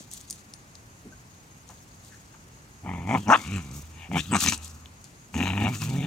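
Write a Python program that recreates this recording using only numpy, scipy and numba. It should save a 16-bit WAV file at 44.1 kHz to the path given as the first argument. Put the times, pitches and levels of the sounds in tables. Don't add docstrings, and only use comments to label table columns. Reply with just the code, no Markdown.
import sys
import numpy as np
from scipy import signal
from scipy.fft import rfft, irfft
from scipy.io import wavfile
from scipy.ndimage import uniform_filter1d
from numba import njit

SR = 44100
rng = np.random.default_rng(int(sys.argv[2]) if len(sys.argv) > 2 else 0)


def undo_db(level):
    steps = np.asarray(level, float) / 20
    return 10 ** steps


def to_wav(sig):
    pcm = np.clip(np.atleast_2d(sig), -1, 1) * 32767
    pcm = np.round(pcm).astype(np.int16)
    wavfile.write(sys.argv[1], SR, pcm.T)


N = 267246

# time in seconds, effort in dB, jaw opening as throat ring over effort in dB,
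# lips drawn back as mouth ring over effort in dB.
GROWL_TABLES = [
    [(2.81, -71, -18, -16), (2.838, -40.5, -12, -23), (2.886, -32, -6, -11), (3.052, -35, -12.5, -17.5),
     (3.114, -25.5, -1, -5.5), (3.136, -22.5, -6.5, -13), (3.152, -20.5, 2, -9), (3.198, -32, -19, -22),
     (3.23, -41, -37, -14)],
    [(3.23, -36.5, -20, -13), (3.25, -44, -17, -14), (3.28, -22.5, -8.5, -19), (3.3, -20, 4.5, -23),
     (3.336, -32.5, 21.5, 8), (3.356, -37.5, 19.5, 8), (3.376, -37.5, -9, -10), (3.402, -39, -8.5, -5.5),
     (3.44, -53, 5.5, 4)],
    [(3.44, -50.5, 4, 8), (3.468, -35.5, -14.5, -10), (3.56, -28.5, -20, -10.5), (3.576, -31, -11, -11.5),
     (3.63, -40.5, -17, -14.5), (3.796, -38, -18, -23), (3.818, -56, -36, -2), (3.83, -48, -3, -25)],
    [(3.83, -40.5, -19, -16), (3.868, -46, -21.5, -24.5), (4.038, -42.5, -10.5, -2.5),
     (4.09, -48.5, -5, -8)],
    [(4.09, -39.5, -50, -31), (4.13, -26, -17, -15.5), (4.168, -21.5, -2.5, -7.5),
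     (4.204, -31.5, -24, -1.5), (4.226, -44.5, -15, -13.5), (4.26, -45, -15, -1)],
    [(4.26, -43, -18, -10), (4.302, -32.5, -22, -18.5), (4.33, -19.5, -12.5, -16),
     (4.352, -20.5, -1.5, -4.5), (4.388, -29.5, -9, -17), (4.4, -63, -18, 10)],
    [(4.4, -45, -1, 0), (4.41, -52, 14.5, 20.5), (4.428, -34.5, -3, -9), (4.458, -30, -16, -2),
     (4.49, -26.5, -7.5, 2.5), (4.512, -40.5, -25, -4), (4.524, -31, -1, 3), (4.57, -50, -10, -9)],
    [(4.57, -42.5, -14, -11), (4.83, -45.5, -17, -33), (4.944, -57, -15, -21), (4.98, -81, -3.5, -7)],
    [(5.32, -64, -25, -33), (5.34, -39.5, -12, -11), (5.356, -26.5, -16, -13.5), (5.402, -26, -11.5, -10.5),
     (5.478, -30, -6, -4), (5.542, -30, -13, -13), (5.662, -23, -8.5, -7.5), (5.678, -28, 0, -4.5),
     (5.71, -31.5, -17, -15.5), (5.75, -36, -9.5, -3.5), (5.79, -39, -21, -24)],
    [(5.79, -47, -25, -9), (5.824, -33, -3, -5), (5.846, -37, -15, -9), (5.936, -30.5, -14.5, -19),
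     (6.018, -31.5, -15.5, -11.5), (6.058, -31, -13, -11.5)],
]
# time in seconds, roughness from 0 to 1.
FOLD_ROUGHNESS = [(2.8, .55), (3.1, .4), (3.2, .45), (3.3, .55), (3.44, .6), (3.5, .4), (3.8, .3),
                  (3.84, .1), (4.06, .1), (4.12, .4), (4.38, .45), (4.45, .9), (4.58, .15), (4.95, .2),
                  (5.3, .6), (5.55, .5), (5.65, .6), (5.8, .45), (5.92, .4)]
# time in seconds, average fold rate in Hz, chest pitch in Hz,
# throat pitch at rest in Hz, mouth pitch in Hz.
VOCAL_TRACT = [(2.8, 70.23, 150, 760, 2460), (2.92, 92.44, 153, 900, 2080), (3.05, 88.86, 162, 840, 2250),
               (3.165, 138.5, 207, 820, 2220), (3.195, 105, 157, 855, 3350), (3.25, 90.24, 167, 1010, 3300),
               (3.28, 114.4, 202, 820, 2310), (3.355, 156.8, 307, 830, 2900), (3.4, 92.4, 240, 886, 2200),
               (3.47, 78.25, 159, 1180, 2331), (3.55, 99.5, 182.8, 1110, 2344),
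               (3.66, 62.87, 152, 970, 2300), (3.8, 71.07, 143, 1050, 2350), (3.83, 80.4, 160, 990, 2392),
               (4.12, 84.95, 164, 766, 2350), (4.165, 94.52, 179.7, 810, 2110),
               (4.2, 68.23, 133, 1070, 2560), (4.28, 89.9, 137, 1210, 3550),
               (4.33, 112.3, 180.3, 938.5, 2440), (4.37, 100.1, 169.1, 1047, 2400),
               (4.42, 79.97, 228, 1220, 2630), (4.5, 98.65, 205, 990, 2520),
               (4.56, 77.13, 217.3, 960, 2680), (4.75, 82.9, 158.6, 1065, 2560),
               (5.32, 85, 160.1, 890, 2495), (5.4, 83.8, 234.3, 880, 2448), (5.47, 95.34, 184, 854.7, 2410),
               (5.58, 99.1, 204, 880.8, 2420), (5.65, 113.8, 208, 829, 2280),
               (5.72, 118.2, 190.1, 950, 2290), (5.78, 105.8, 149.9, 1140, 2550),
               (5.85, 104.4, 160.1, 1080, 2530), (5.93, 131.8, 205, 766, 2300)]
# time in seconds, dB over effort.
FOLD_TONE = [(3.0, -2.5), (3.13, 1.5), (3.29, -5), (3.32, -12), (3.55, 2), (3.7, -8), (3.84, 2),
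             (4.16, -6.5), (4.31, 2), (4.42, -6.5), (4.6, 0), (5.38, -4), (5.5, 0.5), (6.0, 5)]
# time in seconds, rough throat peak in dB, mouth relative to throat in dB.
FOLD_SLAPS = [(2.862, -32, -10), (2.891, -28.5, -9), (3.091, -28, 0), (3.146, -21, -14),
              (4.115, -28.5, -6.5), (4.319, -34, -14.5), (4.334, -23.5, -8), (4.353, -17.5, -7),
              (4.438, -31, -3), (4.461, -27, 0), (4.521, -37.5, 5), (5.342, -33.5, 4), (5.405, -29, 7),
              (5.427, -36.5, 15), (5.471, -25.5, 3.5), (5.503, -32.5, 8), (5.534, -29.5, 4),
              (5.577, -28.5, 5), (5.617, -28.5, 2)]
# pitch in Hz, width of each filter pass in Hz,
# level in dB when fully open.
THROAT_CAVITIES = [(820, 544, 3), (1203, 370, 1.5)]
MOUTH_CAVITIES = [(1850, 370, 0), (2685, 490, 0)]
# time in seconds, pitch in Hz,
# dB over the mouth ring.
PALATE_RING = [(2.8, 3480, -12), (3.12, 3180, -15), (3.2, 3400, -11), (3.3, 3070, -18), (3.35, 3370, -2.5),
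               (3.5, 3980, -14.5), (4.1, 3300, -10), (4.17, 2948, -4), (4.23, 3760, 4.5), (4.33, 3729, -20),
               (4.37, 4000, -6.5), (5.35, 3740, -18), (5.47, 3804, -8.5), (5.65, 3740, -15),
               (6.06, 3479, -3.5)]
# start in seconds, length in seconds, pitch in Hz, level in dB.
TEETH_WHISTLES = [(3.281, 0.015, 6070, -40), (3.304, 0.032, 5950, -39), (3.544, 0.038, 7460, -49),
                  (4.179, 0.023, 5430, -42.5), (4.317, 0.049, 8000, -32.5), (4.335, 0.05, 6310, -35),
                  (4.48, .008, 6150, -19), (5.346, 0.14, 6572, -45.5)]
# time in seconds, pitch in Hz, level in dB.
PARTNER_HUMS = [
    [(5.36, 261.6, -35), (5.425, 233.1, -29)],
    [(5.63, 242.2, -36), (5.7, 197.9, -28.5)],
    [(5.8, 160, -37), (5.84, 152.8, -30), (5.9, 148.2, -38), (5.96, 176.7, -32.5), (6.06, 173, -29.5)],
]
# start in seconds, hold in seconds, level in dB,
# fade in dB per second, share above 9 kHz in dB.
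RUSTLES = [(0, 0.0039, -48, 333, -14), (.125, 0.045, -47.5, 238, -12), (0.28, 0.11, -59, 264, -16),
           (1.682, .02, -64, 60, -10), (2.04, 0.014, -59.5, 73, -15), (3.086, 0.099, -52.5, 119, -15),
           (3.302, 0.036, -43.5, 196, -16), (3.376, 0.17, -52, 54, -18), (3.742, 0.025, -51, 178, -5),
           (4.134, 0.049, -49.5, 48, -10.5), (4.186, 0.011, -41.5, 700, -23.5),
           (4.361, 0.035, -37.5, 297, -23), (4.414, 0.018, -27, 292, -11.5), (4.482, 0.0053, -27, 600, -22),
           (4.503, 0.0069, -45, 900, -13.5), (4.532, 0.012, -35, 900, -26),
           (4.633, 0.025, -47.5, 187, -15.5), (5.04, 0.0054, -60, 203.5, -28),
           (5.348, 0.078, -49, 54, -11.5), (5.606, 0.14, -52.5, 70, -10), (5.753, .02, -47.5, 153, -13),
           (5.823, 0.02, -45.5, 79, -11.5)]
# pitch in Hz, width of each filter pass in Hz, level in dB.
RUSTLE_BANDS = [(3760, 1400, 11), (6375, 3510, 22.5), (4640, 2200, 17)]
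# time in seconds, peak of the snap in dB, centre in Hz.
CLASP_TICKS = [(0.114, -30.5, 6900), (0.136, -21.5, 8340), (0.211, -32.5, 6700), (0.2998, -24.5, 7100),
               (0.308, -18, 7200), (0.327, -26, 6700), (0.5376, -27.5, 5830), (0.7535, -32, 5100),
               (1.69, -34.5, 6260), (1.704, -40, 6600), (2.048, -37.5, 7160), (3.713, -34.5, 6116),
               (4.4049, -16, 7417), (4.44, -12, 6200), (4.462, -12, 5700), (4.5223, -16.5, 5500),
               (4.577, -26.5, 7250), (4.646, -27.5, 7300), (4.679, -29, 7400), (4.8585, -33.5, 2870),
               (5.0426, -32, 7415), (5.749, -28.5, 5800), (5.8179, -24, 5060)]
# pitch in Hz, dB relative to the snap peak, time to fall 60 dB in seconds.
CLASP_RING = [(8100, -21, 0.019), (8700, -27, 0.027), (9200, -20.5, 0.083)]
# time in seconds, peak in dB, centre in Hz,
# width of each filter pass in Hz, time for the noise to fall 60 dB in seconds.
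TURF_THUDS = [(.005, -36, 231, 163, 0.011), (1.049, -36.5, 211, 171, 0.26), (1.12, -48, 1533, 70, 0.03),
              (1.693, -41, 830, 810, 0.19), (2.114, -46.5, 1630, 630, 0.3), (2.336, -45.5, 1100, 694, 0.1)]
# pitch in Hz, relative level in dB per Hz.
AIR_SPECTRUM = [(22, 2), (108, 9.5), (592, -11), (823, -8.5), (1500, -16), (2530, -13.5), (2990, -29),
                (5170, -16.5), (6620, -20.5), (8710, -24.5), (15500, -32)]
# pitch in Hz, likeness from -1 to 1.
AIR_LIKENESS = [(60, 0.99), (130, 0.95), (290, 0.82), (640, 0.28), (1410, -0.67), (3100, 0.51),
                (6820, -0.12), (15000, 0.43)]
# pitch in Hz, left minus right in dB.
AIR_BALANCE = [(380, -0.5), (4400, 2), (15000, 0.5)]
# pitch in Hz, left minus right in dB.
PORT_BALANCE = [(60, -1.5), (200, 0), (380, 0.5), (700, 1.5), (1290, 4.5), (2380, 8.5), (4400, 12.5),
                (8120, 3), (15000, -39.5)]
# pitch in Hz, lead of the left port in radians.
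PORT_PHASE = [(60, 0.15), (400, 0.21), (1380, 1.14), (2580, 0.8245), (9000, 0.5)]

CHEST_WIDTH, THROAT_WIDTH, MOUTH_WIDTH, PALATE_WIDTH = 130., 350., 480., 520.
CHEST_DB, CHEST_TOP_HZ, VOICE_TOP_HZ = -2, 495, 4100.
SLACK_ROUGH, SLACK_DB = 0.28, -25
HUM_FULL_DB, HUM_GROWTH = -31, 0.49
THROAT_HZ_PER_JAW_DB = 12
FLAPS_PER_JAW_DB = .035
GAP_WIDTH = 520.
TEETH_WIDTH, TEETH_EDGE_S = 850., .008
RUSTLE_ATTACK_S, STIR_DB, STIR_TOP_DB = 0.029, -65, -12
AIR_DB = -52
CRICKET_HZ, CRICKET_WIDTH, CRICKET_DB = 6580., 340., -65
CRICKET_RATE, CRICKET_START = 4.93, .09
YARD_T60_S, YARD_DB = .15, -16.
PEAK, TOP_HZ = 1.8, 15800


def unit(x, size=None):
    power = np.mean(x ** 2) if size is None else uniform_filter1d(uniform_filter1d(x ** 2, size), size)
    return x / np.sqrt(power + 1e-18)


def over_hz(table, hz):
    points = np.array(table)
    return np.interp(np.log(hz + 1), np.log(points[:, 0] + 1), points[:, 1])


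def over_time(tables, level_columns):
    rows, t = np.vstack(tables), np.arange(N) / SR
    columns = [np.interp(t, rows[:, 0], column) for column in rows.T[1:]]
    on = 0
    for table in tables:
        start, end = table[0][0], table[-1][0]
        on = on + np.clip(np.minimum(t - start + .002, end + .002 - t) / .004, 0, 1)
    return [undo_db(column) * on if k in level_columns else column for k, column in enumerate(columns)]


@njit
def svf(x, hz, width):
    y, b, l = np.empty(len(x)), 0., 0.
    for i in range(len(x)):
        g, k = np.tan(np.pi * hz[i] / SR), width / hz[i]
        v = (b + g * (x[i] - l)) / (1 + g * (g + k))
        b, l, y[i] = 2 * v - b, l + 2 * g * v, k * v
    return y


def band(x, hz, width):
    hz = np.clip(hz * np.ones(len(x)), 20, .45 * SR)
    once = svf(x + 1e-18, hz, 1. * width)
    return svf(once, hz, 1. * width)


def walk(rate):
    hold = int(SR / rate)
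    steps = np.repeat(rng.standard_normal(N // hold + 1), hold)
    return 1.3 * uniform_filter1d(uniform_filter1d(steps, hold), hold)[:N]


def diffuse(hz, width):
    alike, left_db = np.clip(over_hz(AIR_LIKENESS, hz), -.95, .99), over_hz(AIR_BALANCE, hz)
    mid, side = (unit(band(rng.standard_normal(N), hz, width)) for _ in range(2))
    sign = np.array([[1], [-1]])
    pair = np.sqrt(1 + alike) * mid + sign * np.sqrt(1 - alike) * side
    return undo_db(sign * left_db / 2) * pair / np.sqrt(1 + alike)


def air():
    swell, bands = walk(0.13), 0
    for hz in 40 * 2 ** np.arange(0, 8.9, .4):
        db = over_hz(AIR_SPECTRUM, hz) + 10 * np.log10(hz) + 0.14 * swell + 0.63 * walk(5.73)
        bands = bands + undo_db(db) * diffuse(hz, .5 * hz)
    return undo_db(AIR_DB) * bands / np.sqrt(np.mean(bands.mean(axis=0) ** 2))


def crickets():
    t = np.arange(N) / SR
    throb = np.clip(1.0 + np.sin(2 * np.pi * CRICKET_RATE * (t - CRICKET_START)), 0, 1)
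    return undo_db(CRICKET_DB + 0.98 * walk(0.382)) * throb * diffuse(CRICKET_HZ, CRICKET_WIDTH)


def rustle():
    t = np.arange(N) / SR
    gain, top_gain = undo_db(STIR_DB), undo_db(STIR_DB + STIR_TOP_DB)
    for s, hold, db, fade_db, top_db in RUSTLES:
        attack = np.clip((t - s) / RUSTLE_ATTACK_S + 1, 0, 1) ** 2
        swish = attack * undo_db(db - fade_db * np.clip(t - s - hold, 0, 2))
        gain, top_gain = gain + swish, top_gain + undo_db(top_db) * swish
    crackle = (rng.random(N) < 1500 / SR) * rng.standard_normal(N) * undo_db(2.1 * rng.exponential(size=N))
    grain = (rng.standard_normal(N) + .4 * unit(crackle)) * undo_db(3.2 * walk(120))
    low = sum(undo_db(db + 2.2 * walk(45)) * band(grain, hz, width) for hz, width, db in RUSTLE_BANDS)
    treble_only = signal.butter(4, 9200, "high", fs=SR, output="sos")
    top = undo_db(1.3 * walk(24.88)) * signal.sosfilt(treble_only, band(grain, 14200.0, 9690.0))
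    return gain * unit(low, size=1500) + top_gain * unit(top, size=6000)


def thuds():
    out, t = np.zeros(N + 8192), np.arange(8192) / SR
    chance = rng.standard_normal((len(TURF_THUDS), len(t)))
    for (s, db, hz, width, t60), noise in zip(TURF_THUDS, chance):
        burst = noise * (1 - np.exp(-t / 0.0022)) * 1000 ** (-t / max(t60, .01))
        blow = band(burst, hz, width)
        start = int(s * SR)
        out[start:start + len(t)] += undo_db(db) * blow / np.abs(blow).max()
    return out[:N]


def ticks():
    out, t = np.zeros(N + 4096), np.arange(4096) / SR
    chance = rng.standard_normal((len(CLASP_TICKS), len(t)))
    ring = sum(undo_db(db) * np.sin(2 * np.pi * hz * t) * 1000 ** (-t / t60) for hz, db, t60 in CLASP_RING)
    for (s, db, hz), noise in zip(CLASP_TICKS, chance):
        dangling = s < .6
        snap_and_scrape = np.exp(-t / .0008) + .3 * np.exp(-t / .005)
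        snap = band(noise * snap_and_scrape, hz, .7 * hz)
        start = int(s * SR)
        out[start:start + len(t)] += undo_db(db) * (snap / np.abs(snap).max() + dangling * ring)
    return out[:N]


def throat_ring(x, hz):
    opening = np.clip((hz - 800) / 300, .25, 1)
    sides = sum(undo_db(db) * band(x, f, width) for f, width, db in THROAT_CAVITIES)
    return band(band(x, hz, THROAT_WIDTH) + opening * sides, 1.257 * hz, 2360.0)


def mouth_ring(x, hz, opening):
    sides = sum(undo_db(db) * band(x, f, width) for f, width, db in MOUTH_CAVITIES)
    return band(band(x, hz, MOUTH_WIDTH) + opening * sides, hz, 2000.)


def growls():
    hz, chest_hz, throat_hz, mouth_hz = over_time([VOCAL_TRACT], ())
    effort, jaw_db, lips_db = over_time(GROWL_TABLES, (0,))
    rough = np.interp(np.arange(N) / SR, *np.transpose(FOLD_ROUGHNESS))
    gape_db = np.maximum(jaw_db, 0)
    held_back = undo_db(HUM_FULL_DB) * (effort / undo_db(HUM_FULL_DB)) ** HUM_GROWTH
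    tone_over_effort, = over_time([[(0, 0)] + FOLD_TONE + [(N / SR, 0)]], (0,))
    hum = np.minimum(effort, held_back) * tone_over_effort
    chest = effort * undo_db(CHEST_DB + SLACK_DB * np.clip(1 - rough / SLACK_ROUGH, 0, 1))
    throat, mouth = effort * undo_db(jaw_db), effort * undo_db(lips_db)
    throat_hz = throat_hz + THROAT_HZ_PER_JAW_DB * gape_db

    turns = np.cumsum(hz * np.clip(1 + .17 * rough * walk(60), .4, 2)) / SR
    cycle, phase = turns.astype(int), turns % 1
    alternation = 4 * walk(8) * (-1) ** cycle
    strength = undo_db(rough * (6 * rng.standard_normal(N // 100)[cycle] + alternation))
    closures = strength * (np.diff(cycle, prepend=0) > 0)
    flap_now = rng.random(N) < (4 + .3 * gape_db) * hz / SR
    flaps = flap_now * undo_db(-5 + 2 * rng.standard_normal(N))
    flap_share = .3 + .6 * rough + FLAPS_PER_JAW_DB * gape_db
    beats = unit(closures * undo_db(-.4 * gape_db) + flap_share * flaps, size=1500)
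    breath = np.clip(undo_db(-49) / (throat + mouth + 1e-9), 0, 3)
    puff_level = (.5 + 1.5 * rough) * strength * np.exp(-phase / .27) + breath
    puffs = puff_level * rng.standard_normal((2, N))

    low = unit(band(closures + 2.5 * rough ** 2 * flaps, chest_hz, CHEST_WIDTH), size=1300)
    low = signal.sosfilt(signal.butter(2, CHEST_TOP_HZ, fs=SR, output="sos"), low)
    tone = unit(uniform_filter1d(strength, size=300), size=2000) * np.sqrt(2) * np.sin(2 * np.pi * turns)

    throat_hz, mouth_hz = (f * (1 + .07 * rough * walk(60)) for f in (throat_hz, mouth_hz))
    mouth_open = np.clip((mouth_hz - 2190) / 270, .05, 1)
    slaps = np.zeros((2, N))
    s, db, mouth_db = np.transpose(FOLD_SLAPS)
    at = (s * SR).astype(int)
    slaps[0, at] = undo_db(db) * SR / THROAT_WIDTH / 2
    slaps[1, at] = undo_db(db + mouth_db) * SR / MOUTH_WIDTH / 2
    mouth_drive = beats / 2 + puffs[1]
    upper = throat * unit(throat_ring(beats + puffs[0], throat_hz), size=700)
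    upper = upper + mouth * unit(mouth_ring(mouth_drive, mouth_hz, mouth_open), size=600)
    upper = upper + throat_ring(slaps[0], throat_hz) + mouth_ring(slaps[1], mouth_hz, mouth_open)
    palate_hz, palate = over_time([PALATE_RING], (1,))
    palate_sound = band(mouth_drive, palate_hz * (1 + 0.033 * walk(45)), PALATE_WIDTH)
    upper = upper + mouth * palate * unit(palate_sound, size=600)
    upper = upper - (1 - mouth_open) * svf(upper, (throat_hz + mouth_hz) / 2, GAP_WIDTH)
    upper = signal.sosfilt(signal.ellip(4, 1, 30, VOICE_TOP_HZ, fs=SR, output="sos"), upper)
    return hum * tone + chest * low + upper + teeth(puffs[0] + 0.16 * rng.standard_normal(N))


def teeth(puffs):
    t, out = np.arange(N) / SR, np.zeros(N)
    for s, length, hz, db in TEETH_WHISTLES:
        span = slice(int((s - .02) * SR), int((s + length + .02) * SR))
        inside = np.minimum(t[span] - s, s + length - t[span])
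        gate = np.clip(inside / TEETH_EDGE_S + 1, 0, 1) ** 2
        out[span] += undo_db(db) * gate * unit(band(puffs[span], hz, TEETH_WIDTH))
    return out


def partner():
    hz, gain = over_time(PARTNER_HUMS, (1,))
    level = gain * undo_db(1.5 * walk(40))
    turns = np.cumsum(hz * (1 + .03 * walk(50))) / SR
    return level * np.sqrt(2) * np.sin(2 * np.pi * turns)


def ports(x):
    hz = np.fft.rfftfreq(N, 1 / SR)
    ratio = undo_db(over_hz(PORT_BALANCE, hz)) * np.exp(1j * over_hz(PORT_PHASE, hz))
    return irfft(rfft(x) * 2 * np.array([ratio, 1 + 0 * ratio]) / (1 + ratio), N)


def yard(x):
    t = np.arange(int(.4 * SR)) / SR
    tail = rng.standard_normal((2, len(t))) * 1000 ** (-t / YARD_T60_S) * (t > .003)
    tail = signal.lfilter([1, -1], [1, -.95], tail)
    tail = tail / np.sqrt(np.sum(tail[0] ** 2))
    return undo_db(YARD_DB) * signal.fftconvolve(x[None], tail, axes=1)[:, :N]


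def scene():
    near = growls() + partner() + ticks() + thuds() + rustle()
    wide = undo_db(-7.5) * rustle() * np.array([[1], [-1]])
    return ports(near) + wide + yard(near) + air() + crickets()


def low_pass(x):
    return signal.sosfilt(signal.butter(12, 16360, fs=SR, output="sos"), x)


def record(dry):
    rounded = PEAK * np.tanh(dry / PEAK)
    bass_cut = signal.butter(3, 44, "high", fs=SR, output="sos")
    top_cut = signal.ellip(6, .3, 30, TOP_HZ, fs=SR, output="sos")
    mix = signal.sosfilt(np.vstack([bass_cut, top_cut]), rounded)
    return low_pass(mix)


dry = scene()
out = record(dry)
to_wav(out)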